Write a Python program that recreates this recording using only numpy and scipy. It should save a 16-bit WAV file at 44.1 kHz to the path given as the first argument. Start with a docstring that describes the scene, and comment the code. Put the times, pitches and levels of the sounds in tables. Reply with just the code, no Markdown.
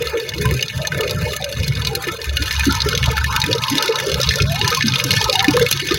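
"""A thin stream falls into a stone basin at night and breaks into slugs of water. From the start each slug
cracks on the surface, throws spray and traps small bubbles; larger air pockets glug, the walls echo and
a noise gate cuts a low rumble in and out. From 0.7 s faint tones sound now and then. At 2.2-2.7 s the
microphone tips toward the water and treble notches from the rim fill in. The splashes are loudest from
about 4.3 s on."""
import sys
import numpy as np
from scipy import signal
from scipy.fft import rfft, irfft, next_fast_len
from scipy.io import wavfile
from scipy.ndimage import uniform_filter1d

SR = 44100
rng = np.random.default_rng(int(sys.argv[2]) if len(sys.argv) > 2 else 0)


def materialize(psi):
    """Save the field psi as 16-bit PCM at rate SR to the path in sys.argv[1].

    A 1-D psi becomes a single channel; in a 2-D psi each row is a channel.
    """
    bounded = np.clip(np.atleast_2d(psi).T, -1, 1)
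    quanta = np.round(bounded * 32767).astype(np.int16)
    wavfile.write(sys.argv[1], SR, quanta)


N = 263718

# Slug impacts: start_s, level_db, pitch_hz, spray_db
SLUGS = [(0.023, -8.5, 2660, -25), (0.071, -6.5, 4120, -29), (0.0957, -26, 2210, -29),
         (0.172, -12.5, 2270, -37), (0.2, -13, 3440, -29), (0.2906, -7, 4490, -25),
         (0.3196, -16, 1720, -49), (0.3371, -11, 2120, -44), (0.382, -12, 4130, -32),
         (0.4546, -7.5, 1550, -19), (0.489, -16, 2100, -35), (0.51, -10, 2070, -20),
         (0.539, -13, 4500, -25), (0.6095, -10.5, 5340, -34), (0.5931, -8.5, 2200, -42),
         (0.626, -2.5, 3000, -21.5), (0.6821, -7.5, 3830, -38), (0.777, -16.5, 3420, -29),
         (0.8174, -11.5, 3840, -42), (0.85, -9, 1730, -36), (0.8713, -3.5, 5900, -19),
         (0.92, -6.5, 1520, -36), (0.946, -11.5, 1500, -30), (0.988, -17, 1710, -35),
         (1.0078, -8.5, 2830, -19), (1.0333, -9, 2070, -43), (1.077, -8, 2200, -48),
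         (1.0955, -8, 3930, -30), (1.109, -7, 4800, -19), (1.228, -19, 2570, -33),
         (1.2535, -14.5, 1810, -29), (1.3207, -15, 3550, -39), (1.334, -11.5, 2040, -26),
         (1.3642, -14.5, 4410, -17), (1.423, -10.5, 3530, -44), (1.4426, -3, 3770, -22),
         (1.5253, -10, 4580, -28), (1.5713, -16, 3720, -52), (1.6, -11, 4970, -40),
         (1.6326, -9.5, 2550, -29), (1.643, -10, 4260, -35), (1.6797, -5, 4340, -22),
         (1.722, -12, 2230, -45), (1.7524, -9, 4570, -41), (1.7705, -9, 3470, -45),
         (1.8193, -9.5, 3470, -33), (1.8488, -1.5, 4170, -29), (1.871, -4.5, 3900, -23),
         (1.9516, -6, 4000, -13.5), (2.0236, -16, 4230, -28), (2.024, -23, 1860, -29),
         (2.04, -9.5, 1780, -36), (2.07, -15, 2820, -49), (2.086, -5.5, 1820, -43),
         (2.2166, -8.5, 4500, -40), (2.243, -12, 2390, -26), (2.2936, -12, 3500, -37),
         (2.369, -1.5, 2870, -22), (2.422, -3.5, 3470, -28), (2.4584, -12, 1850, -27),
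         (2.4783, -13, 2720, -33), (2.509, -1, 1930, -39), (2.526, -9, 4440, -25), (2.5535, -14, 5360, -42),
         (2.564, -11, 2900, -44), (2.5947, -7, 2500, -17), (2.607, -5, 2380, -38), (2.6336, -6, 1540, -34),
         (2.6539, -6, 4220, -20), (2.7094, -9, 3780, -39), (2.724, -11, 3500, -18.5),
         (2.751, -12, 4960, -22), (2.8033, -6, 3950, -38), (2.8186, -4.5, 4100, -39),
         (2.8884, -4, 3140, -20), (2.93, -10, 2760, -36), (2.9505, -1.5, 3300, -31),
         (2.9756, -3.5, 3100, -21), (3.029, -5.5, 1750, -31), (3.04, -5.5, 2700, -27),
         (3.0584, -7, 3480, -21), (3.0894, -20.5, 4040, -36), (3.1134, -18, 3600, -22),
         (3.136, -21, 1640, -40), (3.169, -8.5, 1650, -25), (3.179, -5.5, 1450, -26),
         (3.2425, -4.5, 1800, -22), (3.326, -11, 1670, -26), (3.3625, -2.5, 2520, -15.5),
         (3.4008, -10.5, 4600, -19), (3.417, -1.5, 3860, -26), (3.4394, -3, 1860, -20),
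         (3.463, -9, 3460, -22), (3.5137, -17, 4740, -25), (3.5286, -0.5, 3500, -28),
         (3.551, -12, 5360, -37), (3.582, -10.5, 3650, -31), (3.6368, -3, 3280, -24),
         (3.682, -6.5, 2890, -31), (3.6998, -12.5, 3260, -16), (3.7533, -8, 3260, -20.5),
         (3.7817, -1, 3600, -19), (3.811, -19, 2000, -44), (3.8247, -1.5, 3080, -17),
         (3.8586, -12, 3820, -21), (3.8792, -5.5, 2600, -38), (3.923, -11, 2570, -41),
         (3.9568, -5.5, 3600, -28), (3.986, -12, 2170, -33), (4, -5, 1900, -21), (4.067, -11, 3450, -26),
         (4.0961, -8, 3280, -27), (4.117, -6, 3430, -25), (4.142, -6.5, 3330, -28), (4.2016, -6, 4300, -24),
         (4.214, -4.5, 5080, -19), (4.2319, -3, 5160, -25), (4.243, -5.5, 3270, -42),
         (4.272, -9.5, 3730, -37), (4.2896, 1, 4100, -30), (4.3086, -6.5, 1740, -30),
         (4.338, -7.5, 1780, -29), (4.357, -7, 4970, -22), (4.385, -13, 5600, -26), (4.4016, -3, 2600, -39),
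         (4.421, -4, 4800, -24), (4.496, -16, 3290, -31), (4.546, -20, 2510, -27), (4.5924, -18, 3590, -24),
         (4.6133, -0.5, 2750, -57), (4.6449, -5, 1670, -28), (4.6775, 1.5, 6400, -18),
         (4.7033, -8, 4500, -19), (4.7143, -13, 3300, -42), (4.726, -4.5, 1590, -32),
         (4.747, -3.5, 3540, -18.5), (4.7727, -8, 5270, -24), (4.803, -17, 3480, -42),
         (4.808, -3.5, 2130, -44), (4.824, 0.5, 2470, -33), (4.859, -11.5, 3500, -43),
         (4.8815, -2.5, 5500, -32), (4.9208, -9, 3280, -36), (4.9372, -5, 2500, -28),
         (4.957, -1.5, 3120, -25), (4.984, -12, 3360, -29), (4.999, -3, 2420, -30),
         (5.04, -10.5, 6000, -13), (5.092, -15, 3550, -33), (5.107, 1, 2820, -13), (5.1157, -2, 4400, -19),
         (5.13, -7.5, 5000, -29), (5.137, -5, 2100, -22), (5.179, -20, 1740, -31), (5.2052, -10, 4330, -34),
         (5.214, -0.5, 3120, -22), (5.226, -9, 3200, -22), (5.242, -4, 5000, -19),
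         (5.2966, -1.5, 3570, -23), (5.328, -0.5, 3840, -24), (5.355, -2, 2800, -19), (5.393, 2, 2920, -30),
         (5.404, -1.5, 2200, -35), (5.426, -17, 1770, -20), (5.444, 0.5, 1866, -19),
         (5.4823, -3, 2400, -21), (5.508, -8.5, 5440, -22), (5.536, -8, 2410, -33),
         (5.5677, -3.5, 1680, -18.5), (5.5953, -7, 1570, -20), (5.625, -8, 4660, -21),
         (5.664, -4, 2170, -24), (5.7124, -2, 3070, -8), (5.7255, -1, 4240, -16), (5.7736, -6.5, 3240, -31),
         (5.8144, -15, 3530, -39), (5.8688, -12, 3260, -36), (5.8863, -7.5, 2440, -40),
         (5.909, -6, 3600, -41), (5.92, -2, 1940, -37), (5.943, -9.5, 3600, -16.5)]

def splashes():
    """Each slug hits the surface: a faint bubble, a dry tick, a puff of spray, a noisy crack."""
    start_s, level_db, pitch_hz, spray_db = np.transpose(SLUGS)
    ring = bubbles(start_s, level_db - 10.5, pitch_hz, t60_s=28 / pitch_hz, attack_s=0.00075,
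                   climb=0.062, size=2048, shake=0.0024)
    tick = cracks(start_s, level_db - 13, pitch_hz, t60_s=0.003, attack_s=0.0001, size=256)
    puff = 0.35 * fade(0.017, 0.002, size=1536) + 0.72 * fade(0.001, 0.0001, size=1536)  # droplets + tick
    spray = placed(start_s, spray_db + 5, puff) * spray_hiss()
    crack = cracks(start_s, level_db - 13.5, pitch_hz, t60_s=0.026, attack_s=0.00069, size=1536)
    return ring + tick + crack + spray


# Crack and churn spectrum: freq_hz, density_db
WATER_SPECTRUM = [(850, -6.5), (1450, -2.5), (1750, 7), (3670, 4), (5300, 1.5), (6350, 1), (6900, -23.5),
                  (8300, -14), (10400, -23), (17600, -120)]

def cracks(start_s, level_db, pitch_hz, t60_s, attack_s, size):
    """Water lands in pieces: lumpy noise bursts, strongest near the bubble pitch."""
    freq_hz = np.fft.rfftfreq(size, 1 / SR)
    ratio = (freq_hz + 1) / pitch_hz[:, None]
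    colour = amp(along(WATER_SPECTRUM, freq_hz)) / np.sqrt((0.97 * ratio) ** -5 + ratio ** 2.2)
    colour *= amp(5 * smooth_noise(colour.shape, 4))  # bubble cluster: narrow peaks
    noise = irfft(rfft(rng.standard_normal((len(start_s), size))) * colour, size)
    noise /= noise.std(1, keepdims=True)
    lumps = amp(1.52 * smooth_noise(noise.shape, 90))
    return placed(start_s, level_db, fade(t60_s, attack_s, size) * lumps * noise)


# Fine spray spectrum: freq_hz, density_db
SPRAY_SPECTRUM = [(4120, -5), (7000, 4.5), (8260, -11), (11100, 4.5), (13700, -5), (15200, -2.5),
                  (16100, 3), (16500, -27)]

def spray_hiss():
    """Fine droplets hiss in the high treble."""
    return rush(SPRAY_SPECTRUM, patch_db=4)


# Large air pockets: start_s, peak_db, pitch_hz, t60_s
AIR_POCKETS = [(0.0, -16, 457, 0.079), (0.054, -24, 442, 0.071), (0.135, -14.5, 455.5, 0.16),
               (0.226, -23.5, 410, 0.073), (0.379, -22, 432, 0.38), (0.509, -20.5, 396, 0.13),
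               (0.79, -21, 613, 0.23), (1.032, -19, 417, 0.095), (1.11, -24.5, 496, 0.043),
               (1.408, -23.5, 569.5, 0.59), (1.601, -30, 504, 0.11), (1.912, -22.5, 416, 0.16),
               (1.969, -22, 480, 0.055), (2.071, -18.5, 335, 0.07), (2.398, -25, 277, 0.1),
               (2.67, -7, 268.4, 0.071), (2.862, -13.5, 403, 0.061), (2.94, -20, 483, 0.052),
               (3.47, -22, 302, 0.12), (3.551, -15, 485, 0.055), (3.717, -13, 272, 0.076),
               (3.753, -20, 275, 0.073), (3.835, -26, 400, 0.28), (3.893, -9.5, 465, 0.055),
               (4.022, -22, 522.3, 0.38), (4.068, -14.5, 431, 0.082), (4.201, -12.5, 482, 0.027),
               (4.356, -26.5, 413, 0.056), (4.405, -19, 400, 0.072), (4.611, -23.5, 407, 0.16),
               (4.716, -20.5, 464, 0.084), (4.843, -10.5, 244, 0.096), (4.944, -28.5, 240, 0.069),
               (5.046, -23, 273, 0.11), (5.293, -11, 482, 0.049), (5.484, -3.5, 279.6, 0.038),
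               (5.54, -11, 485, 0.17), (5.612, -8, 480, 0.089), (5.821, -24, 350, 0.11),
               (5.914, -10, 399, 0.051), (3.491, -17, 451, 0.069), (3.514, -13, 518, 0.032),
               (0.073, -23, 1270, 0.04), (0.449, -19.5, 996, 0.11), (0.922, -25.5, 1497, 0.043),
               (1.171, -25, 1327, 0.082), (1.334, -25, 1223, 0.075), (2.087, -22.5, 1320, 0.17),
               (2.368, -26.5, 1453, 0.27), (2.696, -14, 1390, 0.1), (2.776, -24, 913, 0.066),
               (2.864, -22, 1310, 0.088), (2.931, -13.5, 1426, 0.026), (3.133, -24, 865, 0.15),
               (3.182, -15, 1330, 0.032), (3.215, -18.5, 1430, 0.031), (3.303, -22, 1030, 0.064),
               (3.583, -32, 1350, 0.061), (3.635, -25.5, 1040, 0.082), (3.684, -15, 1043, 0.027),
               (3.863, -20, 1410, 0.055), (4.387, -18.5, 1340, 0.084), (4.646, -25, 1320, 0.14),
               (4.678, -14, 993, 0.019), (4.717, -15, 1210, 0.094), (4.983, -28, 914, 0.044),
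               (5.065, -31, 1460, 0.083), (5.213, -15.5, 885, 0.034), (5.353, -15, 897, 0.035),
               (5.427, -16.5, 907, 0.056), (5.578, -4.5, 1170, 0.008), (5.913, -17, 1200, 0.053)]

def glugs():
    """Trapped air swells and rings low, smaller pockets faster; lesser ones come at random."""
    start_s, gain_db, pitch_draw = patter(count=40, spread_db=8.5)
    churn_db = np.interp(start_s, *np.transpose(STREAM_LEVELS)[:2])
    lesser = [start_s, churn_db - 7 + gain_db, 300 * 4.8 ** pitch_draw, np.full(len(start_s), 0.062)]
    start_s, peak_db, pitch_hz, t60_s = np.hstack([np.transpose(AIR_POCKETS), lesser])
    attack_s = 0.085 * (450 / pitch_hz[:, None]) ** 1.8
    lead_s, shake_hz = 0.004, 37.4
    return bubbles(np.abs(start_s - lead_s), peak_db, pitch_hz, t60_s, attack_s,
                   climb=0.06, size=6144, shake=shake_hz / pitch_hz[:, None])


# Stirred water: time_s, churn_db, gurgle_db, burble_db
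STREAM_LEVELS = [(0.0, -28.5, -35.5, -45.5), (0.75, -30.5, -43, -44.5), (0.95, -29.5, -31, -32),
                 (1.43, -27.5, -32.5, -50), (1.85, -28, -39.5, -41), (2.33, -30, -32, -41.5),
                 (2.58, -25.5, -52, -40.5), (2.88, -27, -39.5, -28.5), (3.23, -27.5, -45.5, -31.5),
                 (4.0, -27, -33, -31.5), (4.38, -27.5, -37, -34), (4.75, -24, -57, -38.5),
                 (5.13, -24, -32, -32), (5.46, -27, -42, -26.5), (5.71, -26.5, -79, -35),
                 (5.98, -24.5, -25, -47)]

def stirred_water():
    """The stream keeps the water sounding between slugs."""
    churn_db, gurgle_db, burble_db = curves(STREAM_LEVELS)
    return churn(churn_db) + fizz(churn_db) + burble(burble_db) + gurgle(gurgle_db)


def churn(level_db):
    """Small drops patter over churning hiss and mist, both thinning in short lulls."""
    start_s, gain_db, pitch_draw = patter(count=500, spread_db=2.5)
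    lull = wander(0.011)
    hiss = amp(level_db - 7 + 4.3 * lull) * rush(WATER_SPECTRUM, patch_db=33, streak_db=14.5)
    drops = cracks(start_s, gain_db - 9.5, 1300 * 4 ** pitch_draw, t60_s=0.02, attack_s=0.0013, size=1024)
    drop_pulses = placed(start_s, gain_db, fade(0.0072, 0.0016, size=2048))
    mist_db = -40 + 0.5 * (level_db - level_db.mean()) + 3.6 * lull
    mist = amp(mist_db) * (0.51 + 1.04 * drop_pulses) * spray_hiss()
    return hiss + amp(level_db) * drops + mist


def fizz(churn_db):
    """Small bubbles ring at random, following the churn's level."""
    start_s, gain_db, pitch_draw = patter(count=450, spread_db=1.5)
    pitch_hz = 1100 * 4 ** pitch_draw
    rings = bubbles(start_s, gain_db, pitch_hz, t60_s=50 / pitch_hz, attack_s=0.0016,
                    climb=0.12, size=2048, shake=0.0041)
    return amp(churn_db - 5.5) * rings


# Burble spectrum: freq_hz, density_db
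BURBLE_SPECTRUM = [(420, -54), (720, -33), (884, 4.5), (1120, -3.5), (1260, 4), (1500, -5), (1950, -47),
                   (3300, -120)]

def burble(level_db):
    """Stirred water near 1 kHz, in quick random swells."""
    return amp(level_db + 4.4 * wander(0.053)) * rush(BURBLE_SPECTRUM, patch_db=19, streak_db=17.5)


# Gurgle spectrum: freq_hz, density_db
GURGLE_SPECTRUM = [(110, -73), (180, -11.5), (275, -20.5), (387, -1.5), (455, 3.5), (598, -2), (720, -10),
                   (940, -83), (1580, -120)]

def gurgle(level_db):
    """Stirred water near 450 Hz, in slower swells."""
    return amp(level_db + 3 * wander(0.075)) * rush(GURGLE_SPECTRUM, patch_db=12, streak_db=9)


# Wall echo decay: freq_hz, t60_s
WALL_DECAY = [(300, 0.097), (2000, 0.056), (10000, 0.003)]
# Basin resonances: centre_hz
BASIN_MODES = [1547, 1756, 2206, 2501, 2860, 3544, 3780, 4200, 4438, 4950, 6200]

def basin(x):
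    """Stone walls add a short tail and ring at fixed pitches."""
    freq_hz, time_s, spectra = signal.stft(rng.standard_normal(SR // 4), SR, nperseg=256)
    decay = amp(-60 * time_s / along(WALL_DECAY, freq_hz)[:, None])
    tail = signal.istft(spectra * decay, SR, nperseg=256)[1]
    echo = signal.fftconvolve(np.pad(x, (130, 0)), tail / np.linalg.norm(tail))[:N]

    def resonance(hz, width_hz=70):
        damping = 1j * hz * width_hz
        return 1 + amp(3.5) * sum(damping / (mode ** 2 - hz ** 2 + damping) for mode in BASIN_MODES)
    return filtered(x + amp(-14) * echo, resonance)


# Rim cancellations, constant: centre_hz, half_width_hz, gain_db
RIM_NOTCHES = [(700, 50, -8), (1160, 50, -8), (1480, 60, -6), (1910, 50, -10), (2280, 30, -11),
               (2600, 40, -5), (3050, 60, -7)]
# Rim cancellations, water hidden: centre_hz, half_width_hz, gain_db
HIDDEN_NOTCHES = [(3250, 70, -9), (3920, 60, -6), (4320, 60, -7), (4690, 80, -11), (5140, 80, -9),
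                  (5480, 70, -8), (5870, 130, -9)]

def rim(x, tilt_s=(2.2, 2.7)):
    """The rim cancels narrow bands, fewer once the microphone tips toward the water."""
    exposed = notched(x, RIM_NOTCHES)
    hidden = notched(exposed, HIDDEN_NOTCHES)
    tipped = np.interp(np.arange(N) / SR, tilt_s, (0, 1))
    return tipped * exposed + (1 - tipped) * hidden


# Faint tones: start_s, end_s, start_hz, end_hz, level_db, waver_ratio
TONES = [(0.71, 1.58, 605, 596.7, -39, 0), (1.884, 2.04, 790, 780, -36, 0.01),
         (3.31, 3.593, 990, 960, -35, 0), (4.436, 4.568, 576, 730, -29, 0.02),
         (4.508, 4.759, 794, 1000, -33, 0.09), (5.31, 5.522, 781, 772, -27, 0.03)]

def held_tones():
    """Faint fluttering tones, nearly steady or gliding up."""
    time_s, tones = np.arange(N) / SR, np.zeros(N)
    for start_s, end_s, start_hz, end_hz, level_db, waver_ratio in TONES:
        progress = np.clip((time_s - start_s) / (end_s - start_s), 0, 1)
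        waver = 1 + waver_ratio * smooth_noise(N, 900)
        pitch_hz = (start_hz + (end_hz - start_hz) * progress) * waver
        flutter_db = 3.5 * wander(0.02)
        arch = np.sqrt(2 * np.sin(np.pi * progress).clip(0))
        tones += amp(level_db + flutter_db) * arch * np.sin(2 * np.pi * np.cumsum(pitch_hz) / SR)
    return tones


# Gated rumble levels: time_s, deep_db, upper_db
RUMBLE_LEVELS = [(0.0, -38, -26), (0.13, -29, -48), (0.22, -56, -43.5), (0.42, -21, -18),
                 (0.51, -22, -20.5), (0.68, -60, -38), (0.77, -23, -18.5), (0.87, -42, -40),
                 (0.96, -45, -19.5), (1.03, -26, -37), (1.18, -32, -21), (1.51, -44, -38), (1.6, -19, -21),
                 (1.65, -29, -19), (2.25, -45.5, -43.5), (2.28, -22.5, -41), (3.1, -25, -19),
                 (3.2, -22, -28.5), (3.73, -43, -26.5), (3.85, -76, -49), (4.16, -23, -22.5),
                 (4.23, -56, -29.5), (4.28, -15, -23.5), (4.35, -40, -23.5), (4.41, -18, -20),
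                 (4.76, -48, -29), (5.18, -30, -19), (5.28, -20.5, -39), (5.35, -44, -33.5),
                 (5.61, -27, -18.5), (5.65, -43, -26.5), (5.98, -35, -31.5)]
# Deep band spectrum: freq_hz, density_db
DEEP_SPECTRUM = [(18, -49), (30, -20), (50, -11), (62, -12.5), (70, 12), (82, -14.5), (100, -4.5),
                 (130, -21), (220, -120)]
# Upper band spectrum: freq_hz, density_db
UPPER_SPECTRUM = [(53, -38), (90, -5.5), (137, 2.5), (183, -10), (210, -16.5), (270, -21), (460, -120)]

def rumble():
    """A low rumble in two bands, cut in and out abruptly by a noise gate at the listed times."""
    deep_db, upper_db = curves(RUMBLE_LEVELS)
    flicker_db = 2.5 * wander(0.019)
    deep = amp(deep_db + flicker_db) * rush(DEEP_SPECTRUM, patch_db=-2)
    upper = amp(upper_db + flicker_db) * rush(UPPER_SPECTRUM, patch_db=2.5)
    return deep + upper


def bubbles(start_s, peak_db, pitch_hz, t60_s, attack_s, climb, size, shake):
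    """Damped sines; pitch climbs as a bubble nears the surface and shakes with the stirred water."""
    age_s = np.arange(size) / SR
    bend = 1 + climb * age_s / t60_s[:, None] + shake * smooth_noise((len(start_s), size), 200)
    tone = np.sin(2 * np.pi * np.cumsum(pitch_hz[:, None] * bend, 1) / SR)
    return placed(start_s, peak_db, fade(t60_s, attack_s, size) * tone)


def rush(spectrum, patch_db, streak_db=0):
    """Noise of rms 1 with short wide patches and long narrow streaks of random gain."""
    spectra = signal.stft(rng.standard_normal(N), nperseg=1024)[2]

    def blur(bins, frames):
        field = rng.standard_normal(spectra.shape)
        return unit(uniform_filter1d(uniform_filter1d(field, bins, 0), frames, 1))
    gain_db = patch_db * blur(bins=12, frames=3) + streak_db * blur(bins=3, frames=14)
    gain_db = np.minimum(gain_db, 4)  # gaps run deeper than swells rise
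    noise = signal.istft(spectra * amp(gain_db), nperseg=1024)[1][:N]
    return unit(filtered(noise, lambda hz: amp(along(spectrum, hz))))


def patter(count, spread_db):
    """Random events: start_s, gain_db, pitch_draw (0-1)."""
    when, strength, pitch_draw = rng.random((count, 3)).T
    return when * N / SR, -spread_db * np.log(strength + 0.14), pitch_draw


def placed(start_s, gain_db, shapes):
    """Sum of short shapes, each at its own start and gain."""
    size = shapes.shape[1]
    index = np.round(start_s * SR).astype(int)[:, None] + np.arange(size)
    scaled = amp(gain_db)[:, None] * shapes
    return np.bincount(index.ravel(), scaled.ravel(), N + size)[:N]


def fade(t60_s, attack_s, size):
    """Envelopes with an exponential rise and fall, peak 1."""
    age_s = np.arange(size) / SR
    envelope = amp(-60 * age_s / np.reshape(t60_s, (-1, 1))) * (1 - np.exp(-age_s / attack_s))
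    return envelope / envelope.max(1, keepdims=True)


def wander(turn_s):
    """Smooth random curve of rms 1, turning in about turn_s."""
    width = round(turn_s * SR)
    return unit(uniform_filter1d(smooth_noise(N, width), width))


def smooth_noise(shape, width):
    return unit(uniform_filter1d(rng.standard_normal(shape), width))


def notched(x, notches):
    return filtered(x, lambda f: amp(sum(db / (1 + ((f - hz) / width) ** 2) for hz, width, db in notches)))


def filtered(x, response):
    size = next_fast_len(N + SR // 2)
    return irfft(rfft(x, size) * response(np.fft.rfftfreq(size, 1 / SR)), size)[:N]


def curves(rows):
    """One value per sample for each column after time_s."""
    time_s, *columns = np.transpose(rows)
    return [np.interp(np.arange(N) / SR, time_s, column) for column in columns]


def along(points, hz):
    """Interpolate (freq_hz, value) points on a log axis."""
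    freq_hz, values = np.transpose(points)
    return np.interp(np.log(hz + 1), np.log(freq_hz + 1), values)


def amp(db):
    return 10 ** (np.asarray(db) / 20)


def unit(x):
    return x / np.sqrt(np.mean(x ** 2) + 1e-20)


def scene():
    """Water in the basin, heard past the rim, over faint tones and rumble; mono."""
    water = splashes() + stirred_water() + glugs()
    return (rim(basin(water)) + held_tones() + rumble())[None]


def record(dry):
    """Peaks flatten at full scale; nothing passes above the band limit."""
    top_hz = 15850
    limited = dry[0] / (1 + np.abs(dry[0]) ** 8) ** (1 / 8)
    return filtered(limited, lambda hz: hz < top_hz)[None]


dry = scene()
out = record(dry)
materialize(out)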